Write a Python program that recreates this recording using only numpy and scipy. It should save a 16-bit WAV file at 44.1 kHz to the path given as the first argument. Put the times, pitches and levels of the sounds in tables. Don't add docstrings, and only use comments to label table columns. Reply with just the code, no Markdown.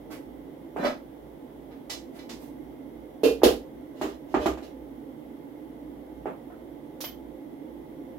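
import sys
import numpy as np
from scipy import signal
from scipy.fft import rfft, irfft, next_fast_len
from scipy.io import wavfile

SR = 44100
rng = np.random.default_rng(int(sys.argv[2]) if len(sys.argv) > 2 else 0)


def digitize_waveform(pressure):
    field = np.atleast_2d(pressure).T
    bounded = np.clip(field, -1, 1)
    quanta = np.round(bounded * 32767).astype(np.int16)
    wavfile.write(sys.argv[1], SR, quanta)


N = 361134
AGE = np.arange(int(.4 * SR)) / SR
KNEE_HZ, TOP_HZ = 1600, 15850
ROOM_T60_S, ROOM_HOLD_S, ROOM_RISE_S = 0.23, 0.04, 0.0022


def undb(db):
    return 10 ** (np.asarray(db) / 20)


def unit(x):
    return x / np.sqrt(np.mean(np.sum(x ** 2, axis=-1)))


def pan(db):
    gains = undb([db / 2, -db / 2])
    return gains / np.sqrt(np.mean(gains ** 2, axis=0))


def interpolate_spectrum(points, size):
    hz, db = np.transpose(points)
    log_hz = np.log(np.maximum(np.arange(size // 2 + 1) * SR / size, 1))
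    return np.interp(log_hz, np.log(hz), db)


def colour(x, points):
    size = next_fast_len(x.shape[-1] // 2 + SR // 20) * 2
    cepstrum = irfft(np.log(undb(interpolate_spectrum(points, size))))
    cepstrum[1:size // 2] *= 2
    cepstrum[size // 2 + 1:] = 0
    response = np.exp(rfft(cepstrum))
    return irfft(rfft(x, size) * response)[..., :x.shape[-1]]


def lean(x, points):
    size = next_fast_len(x.shape[1] + SR // 10)
    gains = pan(interpolate_spectrum(points, size))
    return irfft(rfft(x, size) * gains, size)[:, :x.shape[1]]


def diffuse(size, apart_hz=800, bass_side=0.11):
    mid, side = rfft(rng.standard_normal((2, size)))
    hz = np.arange(len(mid)) * SR / size
    side = side * np.minimum(np.hypot(bass_side, hz / apart_hz), 1)
    return irfft(np.array([mid + side, mid - side]), size) / np.sqrt(2)


def add(out, start_s, x):
    i = int(start_s * SR)
    out[:, i:i + x.shape[1]] += x[:, :N - i]


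# hz [Hz], density_db [dB per Hz]
AIR = [(25, -20.5), (100, -8.5), (200, -5.5), (300, 3.5), (480, -1), (900, -12.5), (1250, -24), (2050, -27),
       (2600, -33), (3300, -28), (4200, -38), (7800, -43), (11500, -36.5), (15800, -35)]
# hz [Hz], left_minus_right_db [dB]
AIR_LEAN = [(60, -29), (110, -2), (200, -3.5), (380, -3.5), (700, -4), (1290, -10.5), (2380, 4.5),
            (4400, 3), (8120, -6.5), (15000, 0)]
# [dB, before swell and pan]
HUM = [(57.6, 3.5, -58.5), (149, 15, -60.5), (163, 4.3, -68), (235.2, 8.3, -57), (273, 17.3, -49.5),
       (303.4, 15.3, -49), (336.7, 3, -55), (410, 2.4, -71), (524.4, 7.6, -60.5), (851.6, 10.4, -66.5),
       (1987, 87, -76), (2135, 19, -78.5), (5730, 5.4, -93), (11500, 270, -80.5)]
# time_s [s], gain_db [dB]
HUM_SWELL = [(0, 1.5), (1.6, -2), (2.452, 3), (3.1, 0), (4.9, 1.5), (6.9, 0), (8.1, 2.5)]


def fan(air_db=-47, hum_pan_db=-6):
    hz = np.arange(N // 2 + 1) * SR / N
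    power = np.zeros(len(hz))
    for centre_hz, half_width_hz, rms_db in HUM:
        resonance = unit(1 / (1 + ((hz - centre_hz) / half_width_hz) ** 2))
        power += undb(rms_db) ** 2 * resonance ** 2
    hum = unit(irfft(rfft(diffuse(N)) * np.sqrt(power), N)) * np.sqrt(N * power.sum())
    air = unit(colour(diffuse(N), AIR)) * np.sqrt(N) * undb(air_db)
    swell = undb(np.interp(np.arange(N) / SR, *np.transpose(HUM_SWELL)))
    return swell * hum * pan(hum_pan_db)[:, None] + lean(air, AIR_LEAN)


def fade(t60_s, hold_s):
    return undb(-60 * (np.hypot(AGE, hold_s) - hold_s) / t60_s)


# hz [Hz], gain_db [dB]
DIRECT_PATH = [(110, -30.5), (280, 1), (480, 0.5), (900, 1), (1500, -10.5), (3500, -18.5)]
# hz [Hz], left_minus_right_db [dB]
ROOM_LEAN = [(60, -3), (110, -9), (200, 0), (400, -7), (580, 1), (800, -6.5), (1290, -2.5), (2380, -1.5),
             (4400, -3.5), (8100, -19), (12000, 0), (15000, -5)]


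def crack(body, direct_db, hold_s=ROOM_HOLD_S, bass_hz=150, bass_t60_s=0.33, bass_rise_s=0.016, bass_db=2):
    direct = undb(direct_db) * colour(signal.unit_impulse(len(AGE)), DIRECT_PATH)
    echo_rise = 1 - np.exp(-AGE / ROOM_RISE_S)
    echo = unit(diffuse(len(AGE)) * fade(ROOM_T60_S, hold_s) * echo_rise)
    bass_rise = 1 - np.exp(-AGE / bass_rise_s)
    boom = unit(diffuse(len(AGE)) * fade(bass_t60_s, hold_s) * bass_rise)
    echo = signal.sosfilt(signal.butter(2, bass_hz, "high", fs=SR, output="sos"), echo)
    boom = signal.sosfilt(signal.butter(2, bass_hz, "low", fs=SR, output="sos"), boom)
    arriving = lean(direct + echo + undb(bass_db) * boom, ROOM_LEAN)
    return unit(colour(arriving, body))


def ring(hz, db, pan_db, hold_s=ROOM_HOLD_S, t60_s=0.23, apart_hz=1100, build_s=0.0025,
         attack_s=0.0019, damping=0.04, split=0.0106, twin_db=-4):
    hz, db = hz[:, None], db[:, None]
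    scattered = np.minimum(hz / apart_hz, 1) ** 2
    chance = rng.uniform(-1.025, 1, (len(hz), 5)).T[:, :, None]
    main = np.sin(2 * np.pi * hz * AGE + np.pi * chance[:2] * scattered)
    twin_hz = hz * (1 + split * chance[2])
    twin = np.sin(2 * np.pi * twin_hz * AGE + np.pi * chance[3:])
    build = (1 - scattered * np.exp(-AGE / build_s)) * (1 - np.exp(-AGE / attack_s))
    decay = fade(t60_s * (apart_hz / hz) ** damping, hold_s)
    modes = undb(db) * build * decay * (main + undb(twin_db) * scattered * twin)
    return unit(np.sum(modes * pan(pan_db).reshape(2, -1, 1), axis=1))


def contact(x, level_db, hardness_db, length_s=1 / 15):
    octaves = np.log2(TOP_HZ / KNEE_HZ)
    x = colour(x, [(KNEE_HZ, 0), (TOP_HZ, hardness_db * octaves)])
    return unit(x) * np.sqrt(length_s * SR) * undb(level_db)


# [dB re crack, before hardness]
SWITCH = [(7.0063, -38.5, 5, -20), (7.0405, -38.5, -0.5, 1)]
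# [dB, relative]
SWITCH_MODES = [(2108, -11), (3085, -2.5), (3350, -7), (4800, -15), (12600, -3), (12850, -6), (13900, 1)]
# [dB, relative]
SWITCH_COLOUR = [(50, -23), (400, -3), (1400, -8), (3000, -7), (5800, -9.5), (8200, -22.5), (11000, -16),
                 (13800, -18), (16000, -21.5)]


def switch(direct_db=0):
    out = np.zeros((2, N))
    for start_s, level_db, hardness_db, ring_db in SWITCH:
        spring = ring(*np.transpose(SWITCH_MODES), pan_db=-2, hold_s=0.012, t60_s=0.24)
        snap = crack(SWITCH_COLOUR, direct_db, hold_s=0.0089) + undb(ring_db) * spring
        add(out, start_s, contact(snap, level_db, hardness_db))
    return out


# start_s [s], level_db [dB], hardness_db [dB per octave]
BUMPS = [(0.7624, -33.5, 6), (6.257, -32, 3)]
# [dB, relative]
BUMP_COLOUR = [(25, -47), (130, 0), (280, 14), (800, 7.5), (1400, -4), (2700, -18.5), (4400, -43),
               (8000, -45), (16000, -55)]


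def bumps(direct_db=-6):
    out = np.zeros((2, N))
    for start_s, level_db, hardness_db in BUMPS:
        add(out, start_s, contact(crack(BUMP_COLOUR, direct_db), level_db, hardness_db))
    return out


# [dB, relative]
LID_MODES = [(1980, 5.5), (2305, 2), (2560, -5), (2990, 3), (3480, 6), (3790, 2), (4055, 7.5), (4530, 5),
             (5110, 6), (5260, 1), (5720, -1.5), (6130, 3), (6950, -7), (7370, 0), (9350, -12), (9880, -10)]


def lid_ring(pan_db=-5):
    return ring(*np.transpose(LID_MODES), pan_db)


# [dB re crack, before hardness]
LID_TAPS = [(.849, -31.5, -8.5, -3), (.8665, -49, -2, 4), (1.7102, -55.5, -10, -8), (1.897, -36, 2, -2),
            (2.187, -52, -5, 4.5), (2.292, -44, 0.5, -12)]
# [dB, relative]
LID_COLOUR = [(50, -24), (300, -1), (750, -1.5), (1400, -9), (3000, -7), (5200, -7), (7300, -13),
              (8500, -18), (11500, -19), (16000, -25)]


def lid_taps(direct_db=-8):
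    out = np.zeros((2, N))
    for start_s, level_db, hardness_db, ring_db in LID_TAPS:
        clink = crack(LID_COLOUR, direct_db) + undb(ring_db) * lid_ring()
        add(out, start_s, contact(clink, level_db, hardness_db))
    return out


# [dB, relative]
POT_COLOUR = [(22, -55, -42), (58.7, -3, 5.5), (112, -26.5, -15), (201, -8, -5), (314, 0, 9.5),
              (490, 6, -15), (735, -11, 1.5), (1150, -21, -6), (2270, -24.5, -14.5), (2830, -17.5, -17),
              (4700, -21.5, -27), (7470, -29, -24), (8500, -33.5, -36), (11600, -25.5, -32.5),
              (15700, -35, -36)]


def pot_body(seating):
    return [(hz, np.interp(seating, [.5, 1], db)) for hz, *db in POT_COLOUR]


# start_s [s], length_s [s], level_db [dB], hardness_db [dB per octave], surface [name]
SLIDES = [(0.096, 0.043, -42.5, -0.5, "fingers"), (.764, 0.076, -31.5, -5, "board"),
          (.825, 0.035, -22.5, -3.5, "board"), (2.11, 0.1, -55, 0.5, "fingers"),
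          (2.358, 0.13, -58, 3, "fingers"), (3.925, 0.22, -46, -1, "pot"), (4.263, 0.078, -52, 0, "pot"),
          (4.382, 0.072, -32, -2.5, "pot"), (4.599, 0.059, -43.5, -1, "pot"),
          (6.494, 0.021, -44.5, -17, "board")]
# [dB, relative]
FINGER_COLOUR = [(50, -15), (450, 1), (1000, -3.5), (2000, -6), (4000, -13.5), (8500, -18), (13000, -14.5),
                 (16000, -22)]
# [dB, relative]
BOARD_COLOUR = [(25, -16), (110, -19.5), (240, 9.5), (400, -7), (550, 7.5), (950, -9.5), (1350, -5),
                (2900, -19), (4300, -25), (6300, -25.5), (8500, -29), (12000, -23), (16000, -27)]


def slides(catches_per_s=700, uneven_db=4, ring_db=-17, direct_db=-6, seating=0.63):
    out = np.zeros((2, N))
    bodies = {"fingers": FINGER_COLOUR, "board": BOARD_COLOUR, "pot": pot_body(seating)}
    for start_s, length_s, level_db, hardness_db, surface in SLIDES:
        pressure = np.sin(np.pi * np.minimum(AGE / length_s, 1))
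        catches = (rng.random(len(AGE)) < catches_per_s / SR) * pressure
        catches *= undb(uneven_db * rng.standard_normal(len(AGE)))
        catches *= rng.choice([-1, 1], len(AGE))
        one_catch = crack(bodies[surface], direct_db) + undb(ring_db) * lid_ring()
        scrape = signal.fftconvolve(one_catch, catches[None], axes=1)[:, :len(AGE)]
        add(out, start_s, contact(scrape, level_db, hardness_db, length_s))
    return out


# start_s [s], level_db [dB], hardness_db [dB per octave],
# seating [0 on its edge, .5 dropped flat, 1 pressed down], ring_db [dB re crack, before hardness], sustain_s [s]
BLOWS = [(3.2342, -16, 0, 0, 4, 0.062), (3.4185, -34.5, -8, 1, -1, .005), (3.434, -13, 0.5, .56, -3, 0.04),
         (4.0136, -28, 1, 0.91, 1.5, 0.039), (4.342, -22, -5.5, 0.95, -3, 0.022),
         (4.459, -23, -0.3, 0.89, 0.5, 0.0069), (4.574, -42, -1.5, 0.86, -7, .005)]
# pitch_hz [Hz], on_edge_db, dropped_flat_db, pressed_down_db [dB, relative],
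# left_minus_right_db [dB]
POT_MODES = [(243, -23, -12, -6, -1), (275, -7, -6, -2, -6), (305, -15, -4, 0, -4), (371, -7, -2, -1, -6),
             (396, -18, -12, 2, -5), (435, -4, -2, -11, -2), (458, 0, -2, -9, -7), (492, -12, 0, -15, -3),
             (545, -12, -9, -13, 5), (626, -19, -9, -7, -2), (680, -27, -15, -5, 2),
             (803, -23, -15, -6, -3), (1044, -32, -17, -21, -10), (1185, -36, -27, -8, -8),
             (1225, -38, -27, -9, -6), (1380, -41, -21, -24, -10), (1577, -37, -29, -24, -5),
             (1930, -40, -30, -17, -5), (2457, -22, -27, -33, -11), (2691, -20, -20, -30, -7),
             (2860, -36, -23, -29, -7), (3021, -33, -20, -30, 1), (3120, -26, -23, -28, -4),
             (3412, -39, -22, -35, -7), (3780, -34, -23, -31, -5), (4070, -44, -23, -29, 2),
             (4289, -32, -25, -34, -7), (4470, -33, -25, -37, -5), (4600, -31, -22, -36, -6),
             (5566, -41, -27, -36, -11)]
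# on_edge_db, dropped_flat_db, pressed_down_db [dB]
SEATED_DIRECT_DB = [-5.5, -1, -1]


def clanks():
    out = np.zeros((2, N))
    modes = np.array(POT_MODES, float)
    for start_s, level_db, hardness_db, seating, ring_db, sustain_s in BLOWS:
        def seated(values):
            return np.interp(seating, [0, .5, 1], values)

        mode_db = np.array([seated(row) for row in modes[:, 1:-1]])
        tone = ring(modes[:, 0], mode_db, modes[:, -1], sustain_s)
        blow = crack(pot_body(seating), seated(SEATED_DIRECT_DB), sustain_s) + undb(ring_db) * tone
        add(out, start_s, contact(blow, level_db, hardness_db))
    return out


def scene():
    return fan() + switch() + bumps() + lid_taps() + slides() + clanks()


def record(dry):
    return signal.sosfilt(signal.ellip(10, .2, 70, TOP_HZ, fs=SR, output="sos"), dry)


dry = scene()
out = record(dry)
digitize_waveform(out)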